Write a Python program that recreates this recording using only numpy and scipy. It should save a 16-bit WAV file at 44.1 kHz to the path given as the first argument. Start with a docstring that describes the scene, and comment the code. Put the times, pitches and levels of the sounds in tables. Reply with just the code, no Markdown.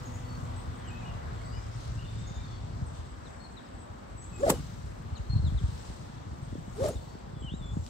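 """A golf driver is swung twice, a step or two left of a phone, and brushes the turf, hard and then barely.
The shaft sheds vortices whose Aeolian tone rises with its speed; the head leaves a hissing wake and whistles.
Light wind thumps on the microphone ports as short pressure pulses; cloth or shoes rustle close by.
Songbirds whistle and buzz among echoing trees, over noise bands of far traffic, leaves and insects.
A far motor hums at first as a few wavering lines and fades out."""
import sys
import numpy as np
from scipy import signal
from scipy.fft import rfft, irfft, next_fast_len
from scipy.io import wavfile
from scipy.ndimage import uniform_filter1d

SR = 44100
rng = np.random.default_rng(int(sys.argv[2]) if len(sys.argv) > 2 else 0)


def pcm_store(signal):
    """Save signal as 16-bit PCM."""
    levels = np.round(np.clip(np.atleast_2d(signal), -1, 1) * 32767)
    wavfile.write(sys.argv[1], SR, levels.astype(np.int16).T)


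N = 347949
TIME = np.arange(N) / SR

# spectrum of traffic, leaves and insects: frequency_hz, relative_density_db
AIR_SPECTRUM = [(88, -20), (150, -3.5), (217, -3.5), (239, -1.5), (274, -6), (462, -9.5), (509, -9.5),
                (550, -7.5), (695, -8), (1150, -12), (1750, -19), (2500, -27), (3910, -29.5), (7130, -40.5),
                (7860, -41), (10100, -60), (15500, -60)]
# correlation of left and right in the air: frequency_hz, correlation (-1 to 1)
AIR_CORRELATION = [(60, 0.79), (130, 0.51), (290, 0.3), (640, -0.63), (1410, -0.15), (3100, 0.23),
                   (6820, -0.059), (15000, 0.88)]
# balance of the air: frequency_hz, left_minus_right_db
AIR_BALANCE = [(60, -2), (110, -4), (200, 1.5), (380, 1), (700, -0.5), (1290, 2.5), (2380, 3), (4400, 3.5),
               (8120, 4.5), (15000, -2.5)]
# low mids of the traffic: time_s, level_db
TRAFFIC_LEVEL = [(0, -52.5), (1.3, -52), (1.8, -54.5), (4.5, -54.5), (7.89, -55)]
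# the traffic's rush near 1.6 kHz against its low mids: time_s, relative_db
TRAFFIC_RUSH = [(0, 2), (1, 2.5), (2.4, 2), (3.2, 1), (6.5, 0.5), (7.89, -3)]
# hiss of the leaves: time_s, level_db
LEAVES_LEVEL = [(0, -66.5), (.72, -67.5), (1.2, -67.5), (2.04, -64), (2.66, -65.5), (3.1, -70), (3.5, -73),
                (4.2, -72.5), (4.62, -62), (4.9, -69), (5.19, -71), (5.8, -64.5), (6.24, -70.5),
                (6.94, -65.5), (7.34, -73), (7.71, -72.5), (7.89, -65)]
# highest hiss against the leaves: time_s, relative_db
TOP_HISS = [(0, -11), (2.6, -20.5), (3.3, -14), (7.89, -14.5)]
TREBLE_FLICKER_DB, TREBLE_FLICKER_HZ = 1.3, 220  # fast random level flicker of the treble bands
AIR_FLICKER_DB = 1.1

# lines of the far motor: pitch_hz, width_hz, rms_level_db, fade_start_s, gone_s
MOTOR_LINES = [(113, 2.5, -45, 2.35, 3.45), (246, 2.5, -52, .35, 1.35), (494, 2, -62, .7, 1.2),
               (1980, 5, -70.5, 1.5, 2.3)]
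MOTOR_WAVER_DB = 1.3

# wind on the ports: time_s, level_db
WIND_LEVEL = [(0.0, -38.5), (2.4, -38), (2.83, -38), (3.16, -42), (3.69, -52), (3.9, -47.5), (4.35, -42.5),
              (4.55, -37.5), (5.01, -42.5), (5.22, -43.5), (5.34, -29), (5.6, -34), (5.82, -44),
              (6.26, -45.5), (6.55, -41.5), (6.85, -42), (7.25, -44), (7.7, -37.5), (7.89, -40.5)]
# strongest buffets: time_s, peak_db, nominal_pitch_hz (each sinks from 1.58 to 0.74 of it)
STRONG_BUFFETS = [(2.816, -24, 98), (2.982, -29.5, 79), (3.732, -35, 66), (4.143, -33.5, 104),
                  (4.777, -39, 99), (5.116, -26.5, 81), (5.191, -25.5, 66.3), (5.288, -25, 74.5),
                  (5.328, -22.5, 119), (5.355, -16.5, 112), (5.389, -20.5, 78), (5.436, -20.5, 85.4),
                  (5.459, -20, 76), (5.516, -23, 105), (5.538, -18.5, 68.5), (5.605, -35, 191),
                  (5.631, -17, 76), (5.679, -24, 88), (5.757, -37, 108), (5.881, -30.5, 73.5),
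                  (5.895, -32.5, 173), (6.021, -38, 131), (6.092, -35.5, 170), (6.309, -29, 85.5),
                  (6.326, -36.5, 220), (6.377, -36, 129), (6.522, -32, 239), (6.549, -30, 300),
                  (6.519, -31, 95), (6.577, -31, 154), (6.674, -34, 190), (6.719, -33, 108),
                  (6.811, -26, 105), (6.846, -28.5, 100), (6.872, -28, 105), (6.948, -25.5, 65),
                  (7.147, -34.5, 256), (7.265, -41, 219), (7.327, -32.5, 128), (7.364, -32, 142),
                  (7.404, -32, 65), (7.415, -35.5, 257), (7.44, -29, 151), (7.514, -28.5, 114.5),
                  (7.533, -26, 192), (7.606, -31.5, 160), (7.652, -36, 150), (7.729, -29, 109),
                  (7.764, -21.5, 176), (7.786, -26, 82)]
BUFFET_PAN_DB, WIND_PAN_DB = 1, 1.5  # left minus right

# insect chorus: time_s, level_db
CHORUS_LEVEL = [(0, -80), (3, -69.5), (5.5, -76.5), (5.66, -66), (5.95, -69), (6.15, -76), (7.89, -71.5)]
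INSECT_HZ, INSECT_WIDTH_HZ = 7800, 1000

# buzzy high calls: start_s, length_s, centre_hz, peak_db, left_minus_right_db
BUZZ_CALLS = [(0.047, 0.057, 6700, -54.5, 3), (.13, 0.057, 6850, -57, 2), (0.552, .08, 7900, -59.5, 1),
              (0.562, 0.094, 8500, -63, -1), (0.726, .1, 8130, -64, 1), (0.857, 0.1, 7650, -61, 1),
              (1.446, 0.068, 7880, -59.5, 6), (1.743, 0.084, 8230, -65, 1), (2.18, 0.086, 7800, -63, -11),
              (2.265, 0.063, 6700, -56.5, 4), (2.345, .06, 6850, -58.5, 3), (2.855, 0.038, 8170, -57, 0),
              (3.062, 0.1, 7780, -68, -7), (3.223, 0.11, 7800, -69, -4), (3.775, 0.079, 7960, -60, 5),
              (4.154, 0.17, 7880, -55, 5), (4.305, 0.19, 7640, -58.5, 9), (6.413, .07, 8300, -65, 5),
              (6.72, .03, 6640, -64, 3), (6.745, .05, 8200, -64, 3), (7.384, 0.083, 7660, -64, -7),
              (7.54, .03, 7050, -64, 10), (7.56, 0.056, 7460, -60.5, 0), (7.642, 0.09, 7230, -63, 6),
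              (7.713, 0.086, 6900, -65, 10), (7.801, 0.066, 7240, -65, 3)]
BUZZ_RISE, BUZZ_START_DB, BUZZ_END_DB = 0.28, -8.5, -11  # share of length to the peak; ends against it
# far whistles: start_s, length_s, from_hz, to_hz, level_db, roughness (clipped to 0-1), blur_hz
FAR_WHISTLES = [(0.24, .06, 4480, 4460, -68, 0, 130), (0.275, 0.1, 4450, 4450, -62.5, .1, 130),
                (0.79, .06, 3400, 3220, -72, .7, 250), (0.829, .05, 3180, 3080, -63, .6, 250),
                (0.863, 0.058, 3140, 2470, -59.5, .8, 300), (0.893, 0.054, 2520, 2520, -58, .3, 130),
                (0.936, 0.071, 2530, 2620, -57.5, 0.3, 130), (0.88, .05, 3000, 3100, -66, .8, 250),
                (1.01, .08, 2560, 2500, -63, .7, 250), (1.02, 0.045, 2400, 2360, -63, .6, 200),
                (1.045, 0.041, 2900, 2850, -57, .5, 200), (1.072, 0.049, 2845, 2800, -57, 0.5, 248),
                (1.375, 0.046, 3250, 3230, -67, .6, 130), (1.408, 0.021, 2250, 2120, -58.5, .4, 200),
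                (1.435, .065, 2010, 2050, -63, .4, 200), (1.522, 0.058, 2830, 3010, -58.5, 0.1, 160),
                (1.561, 0.044, 2386, 2365, -59, .1, 130), (1.625, 0.039, 3220, 3160, -63, .4, 130),
                (1.966, 0.048, 2630, 2940, -58.5, .6, 250), (1.988, 0.091, 2930, 2860, -60, 1.1, 403),
                (2.044, 0.071, 3550, 3580, -59.5, .4, 200), (2.168, 0.24, 3560, 3650, -65.5, 1.1, 199),
                (2.359, 0.103, 3590, 3640, -60.5, 0.6, 198), (2.264, 0.071, 2150, 2090, -66, .4, 130),
                (2.372, 0.048, 2370, 2370, -65, 0.3, 130), (2.439, 0.155, 4410, 4460, -64.5, 0.14, 130),
                (2.45, 0.16, 3570, 3360, -66, 1, 450), (2.1, .35, 3640, 3810, -68, 1, 500),
                (4.21, 0.062, 5860, 8000, -60.5, 0.9, 500), (4.318, 0.085, 2610, 2480, -60.5, 0.05, 130),
                (4.527, 0.074, 3040, 2830, -62, 0.6, 298), (7.003, .047, 4450, 4450, -69, 0, 130),
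                (7.072, 0.11, 4450, 4480, -70, 0.03, 130), (7.342, 0.084, 3540, 3300, -66, 0.05, 130)]
FAR_PAN_DB, FAR_FADE_DB = 2, -1  # left minus right; from +1 dB at the start to -1 dB at the end
# calls of a bird on the left: start_s, length_s, from_hz, to_hz, level_db,
# bend (1 an even slide, more holds the pitch and slides late)
CLEAR_CALLS = [(1.3, .14, 4150, 4450, -75, 1), (1.425, .09, 4450, 4680, -69, 1.05),
               (1.495, 0.11, 4630, 5100, -64, 0.66), (1.6, 0.087, 5120, 5300, -73, 0.92),
               (1.695, .09, 5250, 5440, -69, 1.3), (3.243, 0.048, 4820, 3130, -62, 0.75),
               (3.265, 0.028, 6700, 5400, -67, 1), (3.394, 0.048, 4220, 4390, -60.5, 0.67),
               (3.433, 0.033, 4420, 3910, -54.5, 1.8), (3.445, 0.036, 4330, 4380, -61, 1),
               (3.562, 0.041, 4200, 3070, -55.5, 1.24), (3.578, .022, 7650, 6250, -70, 1.3),
               (3.65, .028, 4950, 5300, -72, 1.5), (5.149, 0.033, 4820, 3430, -55, 0.85),
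               (5.162, 0.03, 7450, 6000, -61, 1), (5.163, 0.035, 3450, 2450, -61, 0.88),
               (5.29, 0.068, 4204, 4310, -52, 0.52), (5.342, 0.032, 4360, 3840, -52, 1.14),
               (5.436, 0.064, 4460, 3030, -57, 1.06), (5.456, 0.038, 7750, 6040, -65, 1.6),
               (5.58, .02, 7000, 6300, -70, 0.91), (5.563, 0.043, 4200, 2800, -54, 1.2),
               (6.945, 0.044, 4350, 3400, -62.5, 0.45)]
CLEAR_ROUGH, CLEAR_PAN_DB = 0.12, 11.5
# one gurgling phrase of a near bird: time_s, pitch_hz, level_db, warble_depth_hz
NEAR_PHRASE = [(7.415, 2510, -58, 1), (7.424, 3320, -52, 0), (7.432, 2910, -56, 0), (7.442, 3130, -51.5, 0),
               (7.472, 3040, -48, -5), (7.494, 2785, -44, -17), (7.5, 3080, -47, 186),
               (7.535, 3630, -57.5, 188), (7.545, 3810, -56, 30), (7.575, 3980, -71, 30),
               (7.61, 3600, -57, 58), (7.63, 3480, -56, 54), (7.71, 3430, -58, 52), (7.745, 3600, -62, 55)]
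PHRASE_ROUGH, PHRASE_PAN_DB, WARBLE_HZ = 0.1, 3.5, 62.2
BIRD_BLUR_HZ = 127.6  # noise width in the nearer birds' whistles
FAR_ECHO_DB, CLEAR_ECHO_DB, PHRASE_ECHO_DB = 6, 3, -3.5  # relative sends: far birds stir more echo

# broad rustles close by, cloth or shoes: centre_s, length_s, level_db
RUSTLE_PUFFS = [(1.849, 0.073, -56.5), (2.978, 0.055, -61), (3.69, .003, -60), (5.819, 0.26, -58),
                (7.192, 0.0033, -59), (7.865, 0.0013, -42), (7.877, 0.0037, -53.5)]
# spectrum of a rustle: frequency_hz, relative_density_db
RUSTLE_SPECTRUM = [(1200, -6), (2500, -3), (4000, 0.5), (6000, -5), (9000, -8.5), (15500, -38)]

# each swing, pitch following the speed of the shaft: time_s, tip_shedding_hz, tip_tone_db, slower_sections_db
SWING_CURVES = [
    [(4.36, 268.5, -66, -68), (4.39, 334.4, -45, -58), (4.415, 450, -39.5, -45), (4.428, 520, -36, -43),
     (4.436, 583, -21.5, -40), (4.442, 586, -26.5, -37), (4.448, 585, -25, -35), (4.457, 612, -36, -36),
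     (4.468, 727, -25, -33), (4.478, 686, -30.5, -29), (4.488, 655, -25, -33), (4.497, 566, -34, -31),
     (4.512, 517, -31, -36), (4.525, 563, -29.5, -32), (4.555, 448, -40, -42.5), (4.575, 390, -51, -46),
     (4.61, 288, -62, -51)],
    [(6.74, 294.5, -60, -56), (6.772, 390.6, -54, -55), (6.785, 421, -39, -50), (6.799, 459, -34, -41),
     (6.808, 491, -28, -38), (6.818, 523, -31, -42), (6.832, 580, -28, -37), (6.85, 646, -28, -34),
     (6.862, 640, -26, -43), (6.872, 585, -32, -41), (6.879, 537, -29, -41), (6.89, 608, -28.5, -39),
     (6.9, 673, -37, -39), (6.91, 598, -43, -39), (6.935, 503, -42, -54), (6.97, 340, -57, -56)],
]
# slower sections of the shaft, tip to grip: share_of_tip_pitch, relative_db, width_hz
SHAFT_SECTIONS = [(.84, -2, 150), (.64, -2, 150), (0.45, -7, 120), (0.28, -9, 90)]
# head passes the ground in each swing: time_s
BOTTOM_TIMES = (4.505, 6.88)
# shedding starts to lose its lock in each swing: time_s
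UNLOCK_TIMES = (4.5, 6.903)
UNLOCK_S, UNLOCK_DB = .012, -10  # time it takes; level of the locked tone after it
SLIP_DB, SLIP_WIDTH_HZ = -7, 170  # the unlocked part of the tip's tone
# the right port lags less as the head crosses: lag_ms, and the matching time_s around the bottom
PORT_LAGS = (0.35, .05)
CROSSING_TIMES = (-0.057, 0.019)
# wake hiss at its loudest in each swing: time_s, relative_db
WAKE_PEAKS = [(4.49, -38.5), (6.854, -41)]
# spectrum of the wake: frequency_hz, relative_density_db
WAKE_SPECTRUM = [(530, -3.5), (800, 4.5), (990, -5), (1200, -5), (1690, -13), (2900, -15), (3150, -13.5),
                 (6930, -15.5), (7440, -12), (9560, -19), (12300, -27), (15600, -31)]
HISS_RISE_DB_PER_S, HISS_FALL_DB_PER_S = 178, 154
FLUTTER_DB, FLUTTER_HZ = 1.2, 170  # the hiss comes in uneven flaps
GROUND_MS, RISE_MS_PER_S, AFTER_MS_PER_S = 0.27, 6, 3.6  # echo lag at the bottom; growth before, after
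# brief rising whistles of the head's cavities: start_s, length_s, from_hz, to_hz, level_db
CAVITY_WHISTLES = [(4.395, .03, 6500, 7460, -53), (4.508, .03, 7500, 8400, -48),
                   (6.762, .04, 3200, 4400, -63), (6.81, .088, 3200, 6800, -57),
                   (6.828, .03, 5200, 7200, -56), (6.846, .026, 7000, 7150, -54),
                   (6.884, 0.025, 8100, 9000, -49), (6.904, 0.052, 6000, 7300, -56)]
HEAD_ROUGH, HEAD_BLUR_HZ = 0.78, 448
# the sole brushes the turf: time_s, relative_grass_db, thud_peak_db
TURF_BRUSHES = [(4.5, -24, -16), (6.884, -46, -52)]
# grass spectrum shared by both sides: frequency_hz, relative_density_db
GRASS_SPECTRUM = [(500, -12), (1000, -0.5), (2310, -16.5), (2560, -15), (3220, -15), (3650, -20.5),
                  (6710, -12.5), (7700, -4.5), (8440, -11), (9360, -9.5), (15500, -18)]
# grass spectrum that differs left and right: frequency_hz, relative_density_db
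GRASS_SIDE_SPECTRUM = [(590, -32), (1000, 5), (4920, 0), (7880, -5), (9500, -18), (12000, -10),
                       (15500, -13)]

TOP_HZ = 15650  # upper limit of the phone
OPPOSED = np.array([[1], [-1]])  # opposite signs on left and right


def undb(db):
    """Level as an amplitude ratio."""
    return 10 ** (np.asarray(db) / 20)


def unit(x):
    """Normalise to rms 1."""
    return x / np.sqrt(np.mean(x ** 2))


def at_hz(table, hz):
    """Interpolate a (frequency_hz, value) table on a log-frequency axis."""
    f, v = np.transpose(table)
    return np.interp(np.log(np.maximum(hz, 1)), np.log(f), v)


def curve(table):
    """Interpolate a (time_s, value) table at every sample."""
    return np.interp(TIME, *np.transpose(table))


def spread(table):
    """First sample of a curve, and its columns interpolated at every sample."""
    s, *columns = np.transpose(table)
    i = int(s[0] * SR)
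    return i, [np.interp(TIME[i:int(s[-1] * SR)], s, c) for c in columns]


def coloured(table, size):
    """Spectral shaping: noise of rms 1 with the spectrum of a (frequency_hz, db) table."""
    hz = np.arange(size // 2 + 1) * SR / size
    return unit(irfft(rfft(rng.standard_normal(size)) * undb(at_hz(table, hz)), size))


def walk(rate, size=N):
    """Slow random modulation: levels held 1 / rate s and slewed twice; spread near 1."""
    k = max(int(SR / rate), 1)
    held = np.repeat(rng.standard_normal(size // k + 1), k)
    return 1.47 * uniform_filter1d(uniform_filter1d(held, k), k)[:size]


def narrow(hz, width_hz):
    """Narrow-band noise: a moving tone of rms 1 whose amplitude and phase wander."""
    turn = 2 * np.pi * np.cumsum(hz) / SR
    return unit(walk(width_hz, len(hz)) * np.cos(turn) + walk(width_hz, len(hz)) * np.sin(turn))


def pan(x, db):
    """Place by level difference, left minus right."""
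    return x * undb(np.array([db, -db]).reshape(2, -1) / 2)


def late(x, ms):
    """Propagation delay by a moving time."""
    n = np.arange(x.shape[-1])
    return np.array([np.interp(n - ms * SR / 1000, n, row) for row in np.atleast_2d(x)])


def add(out, x, i):
    """Superpose x on out from sample i on."""
    a, b = max(i, 0), np.clip(i + x.shape[-1], 0, N)
    out[:, a:b] += x[..., a - i:b - i]


def whistle(hz, db, rough, blur_hz, pan_db):
    """Partial coherence: a soft-ended sine mixed with narrow noise by its roughness."""
    share = np.clip(rough, 0, 1)
    sine = np.sqrt(2 - 2 * share) * np.sin(2 * np.pi * np.cumsum(hz) / SR)
    tone = sine + np.sqrt(share) * narrow(hz, blur_hz)
    ends = signal.windows.tukey(len(hz), min(1400 / len(hz), .8))
    return pan(undb(db) * ends * tone, pan_db)


def thump(hz, cycles, fall, skew=0.):
    """Damped pressure pulse sinking in pitch; the ports differ in phase by skew; peak 1."""
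    u = np.arange(int(3 * cycles / hz * SR)) * hz / SR / cycles
    turn = 2 * np.pi * np.cumsum(hz * (1 + fall * np.exp(-2.2 * u))) / SR
    x = u * np.exp(-2.5 * u) * np.sin(turn + np.array([[skew], [-skew]]) / 2)
    return x / np.abs(x).max()


def air():
    """Diffuse noise: half-octave bands swell with their neighbours and flicker alone."""
    swells = [curve(TRAFFIC_LEVEL), curve(LEAVES_LEVEL), curve(LEAVES_LEVEL) + curve(TOP_HISS)]
    size = next_fast_len(N)
    hz = np.arange(size // 2 + 1) * SR / size
    # mid and side noise in proportions that set the correlation of the two sides
    alike = np.clip(at_hz(AIR_CORRELATION, hz), -.95, .95)
    mid, side = (rfft(rng.standard_normal(size)) * np.sqrt(1 + sign * alike) for sign in (1, -1))
    balance = at_hz(AIR_BALANCE, hz) / 2
    shape = undb(at_hz(AIR_SPECTRUM, hz)) * np.array([(mid + side) * undb(balance), (mid - side) * undb(-balance)])
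    # rms of the mean of both sides in the band that each swell refers to
    power = np.abs(shape) ** 2
    scale_db = []
    for lo, hi in ((500, 1800), (4700, 6200), (10500, 13500)):
        inside = (hz > lo) & (hz < hi)
        total = power[:, inside].mean(0).sum() * (1 + alike[inside].mean())
        scale_db.append(20 * np.log10(np.sqrt(total) / size))
    place = 2 * np.log2(np.maximum(hz, 1) / 150)  # half-octaves above 150 Hz
    out = 0
    for k in range(15):
        centre = 150 * 2 ** (k / 2)
        # blend of swells: 0 traffic, 1 leaves, 2 highest hiss
        which = np.interp(np.log(centre), np.log([2040, 5780, 7850, 10800]), [0, 0.88, 1.9, 2.1])
        low = min(int(which), 1)
        db = (1 - which + low) * (swells[low] - scale_db[low])
        db = db + (which - low) * (swells[low + 1] - scale_db[low + 1])
        db = db + curve(TRAFFIC_RUSH) * np.exp(-np.log2(centre / 1600) ** 2 / 0.65)
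        flicker_db = AIR_FLICKER_DB * walk(11)
        treble_flicker_db = min(which, 1) * TREBLE_FLICKER_DB * walk(TREBLE_FLICKER_HZ)
        band = irfft(shape * np.maximum(1 - np.abs(place - k), 0), size)[:, :N]
        out = out + band * undb(db + flicker_db + treble_flicker_db - 1.36)
    return out


def motor():
    """Line spectrum: a few tones waver in pitch and level, and fade away."""
    out = 0
    for hz, width, db, fade, gone in MOTOR_LINES:
        waver = undb(MOTOR_WAVER_DB * walk(2 * width))
        turn = 2 * np.pi * np.cumsum(hz + width * walk(2 * width)) / SR
        out = out + undb(db) * waver * np.sqrt(2) * np.sin(turn) * np.interp(TIME, [fade, gone], [1, 0])
    return out


def wind():
    """Pressure pulses on the ports: a dense random stream follows the gusts; the strongest come singly."""
    out, stream = np.zeros((2, N)), np.zeros((2, N))
    for when, pitch, size, side, sign in rng.random((1100, 5)):
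        x = thump(33 * 2 ** (1.7 * pitch), 1.71, 1.056, 0.72 + 1.0 * (side - .5))
        level = undb(7.0 * pitch - 1.8 * np.log(size + 0.0012))  # many weak, few strong
        add(stream, x * level * np.sign(sign - .5), int(when * (N + 4096)) - 4096)
    for (s, db, hz), sign in zip(STRONG_BUFFETS, rng.random(len(STRONG_BUFFETS))):
        x = undb(db) * np.sign(sign - .5) * thump(0.74 * hz, 1.04, 1.14, 0.98)
        add(out, pan(x, BUFFET_PAN_DB), int((s + 0.00485) * SR))
    return out + pan(undb(curve(WIND_LEVEL)) * unit(stream), WIND_PAN_DB)


def insects():
    """Narrow-band chorus: independent noise on each side flickers, drifts and swells."""
    sides = []
    for _ in range(2):
        level = undb(curve(CHORUS_LEVEL) + 2.6 * walk(15) + 1.8 * walk(60))
        sides.append(level * narrow(INSECT_HZ * (1 + 0.0078 * walk(3.0)), INSECT_WIDTH_HZ))
    return np.array(sides)


def buzzing_birds():
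    """Trills too fast to resolve smear into a band: narrow noise under a rise and fall."""
    out = np.zeros((2, N))
    for s, length, hz, db, pan_db in BUZZ_CALLS:
        u = np.linspace(0, 1, int(length * SR))
        swell_db = np.interp(u, [0, BUZZ_RISE, 1], [BUZZ_START_DB, 0, BUZZ_END_DB])
        shape = undb(db + swell_db) * signal.windows.tukey(len(u), .4)
        band = narrow(np.full(len(u), 1. * hz), 1000. if hz < 7100 else 320.)
        add(out, pan(shape * band, pan_db), int(s * SR))
    return out


def far_birds():
    """Gliding sines lose coherence with distance, blurring into narrow noise."""
    out = np.zeros((2, N))
    for s, length, from_hz, to_hz, db, rough, blur_hz in FAR_WHISTLES:
        u = np.linspace(0, 1, int(length * SR))
        hz = from_hz + (to_hz - from_hz) * u
        add(out, whistle(hz, db + FAR_FADE_DB * (2 * u - 1), rough, blur_hz, FAR_PAN_DB), int(s * SR))
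    return out


def clear_bird():
    """Nearly pure gliding tones on the left."""
    out = np.zeros((2, N))
    for s, length, from_hz, to_hz, db, bend in CLEAR_CALLS:
        u = np.linspace(0, 1, int(length * SR))
        hz = from_hz + (to_hz - from_hz) * u ** bend
        add(out, whistle(hz, db, CLEAR_ROUGH, BIRD_BLUR_HZ, CLEAR_PAN_DB), int(s * SR))
    return out


def near_bird():
    """Frequency modulation: a fast warble makes one phrase gurgle."""
    out = np.zeros((2, N))
    i, (hz, db, depth_hz) = spread(NEAR_PHRASE)
    hz = hz + depth_hz * np.sin(2 * np.pi * WARBLE_HZ * TIME[:len(hz)])
    add(out, whistle(hz, db, PHRASE_ROUGH, BIRD_BLUR_HZ, PHRASE_PAN_DB), i)
    return out


def birds():
    """Reverberation: the trees scatter the calls into decaying noise, by convolution."""
    clear, far, near = buzzing_birds() + clear_bird(), far_birds(), near_bird()
    t = TIME[:SR // 2]
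    # falls 60 dB in 0.5 s, after a 12 ms gap
    trees = rng.standard_normal((2, len(t))) * np.exp(-np.log(1000) * t / 0.5) * (t > .012)
    sent = undb(FAR_ECHO_DB) * far + undb(CLEAR_ECHO_DB) * clear + undb(PHRASE_ECHO_DB) * near
    return far + clear + near + undb(-40) * signal.fftconvolve(sent, trees, axes=1)[:, :N]


def rustles():
    """Friction noise: bell-shaped puffs of grainy hiss."""
    out = np.zeros((2, N))
    t = np.arange(-SR // 2, SR // 2) / SR
    for s, length, db in RUSTLE_PUFFS:
        puff = np.exp(-(t / length) ** 2) * undb(db + 1.8 * walk(300, len(t)))
        hiss = np.array([coloured(RUSTLE_SPECTRUM, len(t)) for _ in range(2)])
        add(out, pan(puff * hiss, 2.0), int(s * SR) - SR // 2)
    return out


def shaft_tones():
    """Aeolian tone: vortex shedding follows speed, locked then slipping at the tip, lower toward the grip."""
    out = np.zeros((2, N))
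    for swing, bottom, unlock in zip(SWING_CURVES, BOTTOM_TIMES, UNLOCK_TIMES):
        i, (hz, tone_db, slower_db) = spread(swing)
        n = len(hz)
        t = TIME[i:i + n]
        turn = 2 * np.pi * np.cumsum(hz * (1 + 0.03 * walk(110, n))) / SR
        lock = undb(np.interp(t - unlock, [0, UNLOCK_S], [-1, UNLOCK_DB]))
        locked = lock * np.sqrt(2) * np.sin(turn)
        slipping = undb(SLIP_DB) * narrow(hz, SLIP_WIDTH_HZ)
        # drag tone at the octave, grows with the lift
        overtones = np.sin(2 * turn) + undb(-4) * np.sin(3 * turn)
        drag = undb(-29.0) * narrow(2 * hz, 300.) + undb(1.49 * tone_db + 23.0) * overtones
        slower = sum(undb(db) * narrow(share * hz, width) for share, db, width in SHAFT_SECTIONS)
        left = undb(tone_db) * (locked + drag + slipping) + undb(slower_db) * slower
        right = late(left, np.interp(t - bottom, CROSSING_TIMES, PORT_LAGS))[0]
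        add(out, pan(np.array([left, right]), .3), i)
    return out


def wake_hiss():
    """Turbulent wake of the head: broadband noise combed by its ground echo, teeth rising on the way down."""
    out = np.zeros((2, N))
    for swing, bottom, (loudest, hiss_db) in zip(SWING_CURVES, BOTTOM_TIMES, WAKE_PEAKS):
        i, (hz, *_) = spread(swing)
        n = len(hz)
        t = TIME[i:i + n]
        since, past = t - bottom, t - loudest
        shared, own = coloured(WAKE_SPECTRUM, n), coloured(WAKE_SPECTRUM, n)
        swell_db = hiss_db + np.minimum(HISS_RISE_DB_PER_S * past, -HISS_FALL_DB_PER_S * past)
        hiss = undb(swell_db + FLUTTER_DB * walk(FLUTTER_HZ, n)) * (shared + 0.78 * own * OPPOSED)
        ground_ms = GROUND_MS + np.maximum(-RISE_MS_PER_S * since, AFTER_MS_PER_S * since)
        add(out, pan(hiss + 0.09 * late(hiss, ground_ms), 3.0), i)
    return out


def head_whistles():
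    """Cavity resonance: openings in the head whistle briefly, rising and rough."""
    out = np.zeros((2, N))
    for s, length, from_hz, to_hz, db in CAVITY_WHISTLES:
        hz = np.linspace(from_hz, to_hz, int(length * SR))
        add(out, whistle(hz, db, HEAD_ROUGH, HEAD_BLUR_HZ, 2.5), int(s * SR))
    return out


def turf_brush():
    """Impact and friction: a low thud under a grainy burst of cut grass."""
    out = np.zeros((2, N))
    t = np.arange(4096) / SR - .02
    # blades are cut within some ms, torn bits patter after
    cut = np.exp(-(t - .001) ** 2 / (2 * 0.0046 ** 2))
    patter = undb(-8.5) * np.exp(-np.maximum(t, 0) / .016) * np.clip(t / 0.002, 0, 1)
    for s, grass_db, thud_db in TURF_BRUSHES:
        grain = undb(1.1 * walk(810, 4096))
        grass = coloured(GRASS_SPECTRUM, 4096) + 0.59 * coloured(GRASS_SIDE_SPECTRUM, 4096) * OPPOSED
        add(out, undb(grass_db) * pan((cut + patter) * grain * grass, 0.75), int((s - .02) * SR))
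        add(out, -undb(thud_db) * thump(109.5, 1.0, 7.46), int((s - .003) * SR))
    return out


def scene():
    """Superposition of all sources."""
    club = shaft_tones() + wake_hiss() + head_whistles() + turf_brush()
    return air() + motor() + wind() + insects() + birds() + rustles() + club


def record(dry):
    """Band limiting: the phone cuts the deepest bass and the top."""
    dry = signal.sosfilt(signal.butter(2, 38., "high", fs=SR, output="sos"), dry)
    return signal.sosfilt(signal.ellip(12, .3, 90, TOP_HZ, fs=SR, output="sos"), dry)


dry = scene()
out = record(dry)
pcm_store(out)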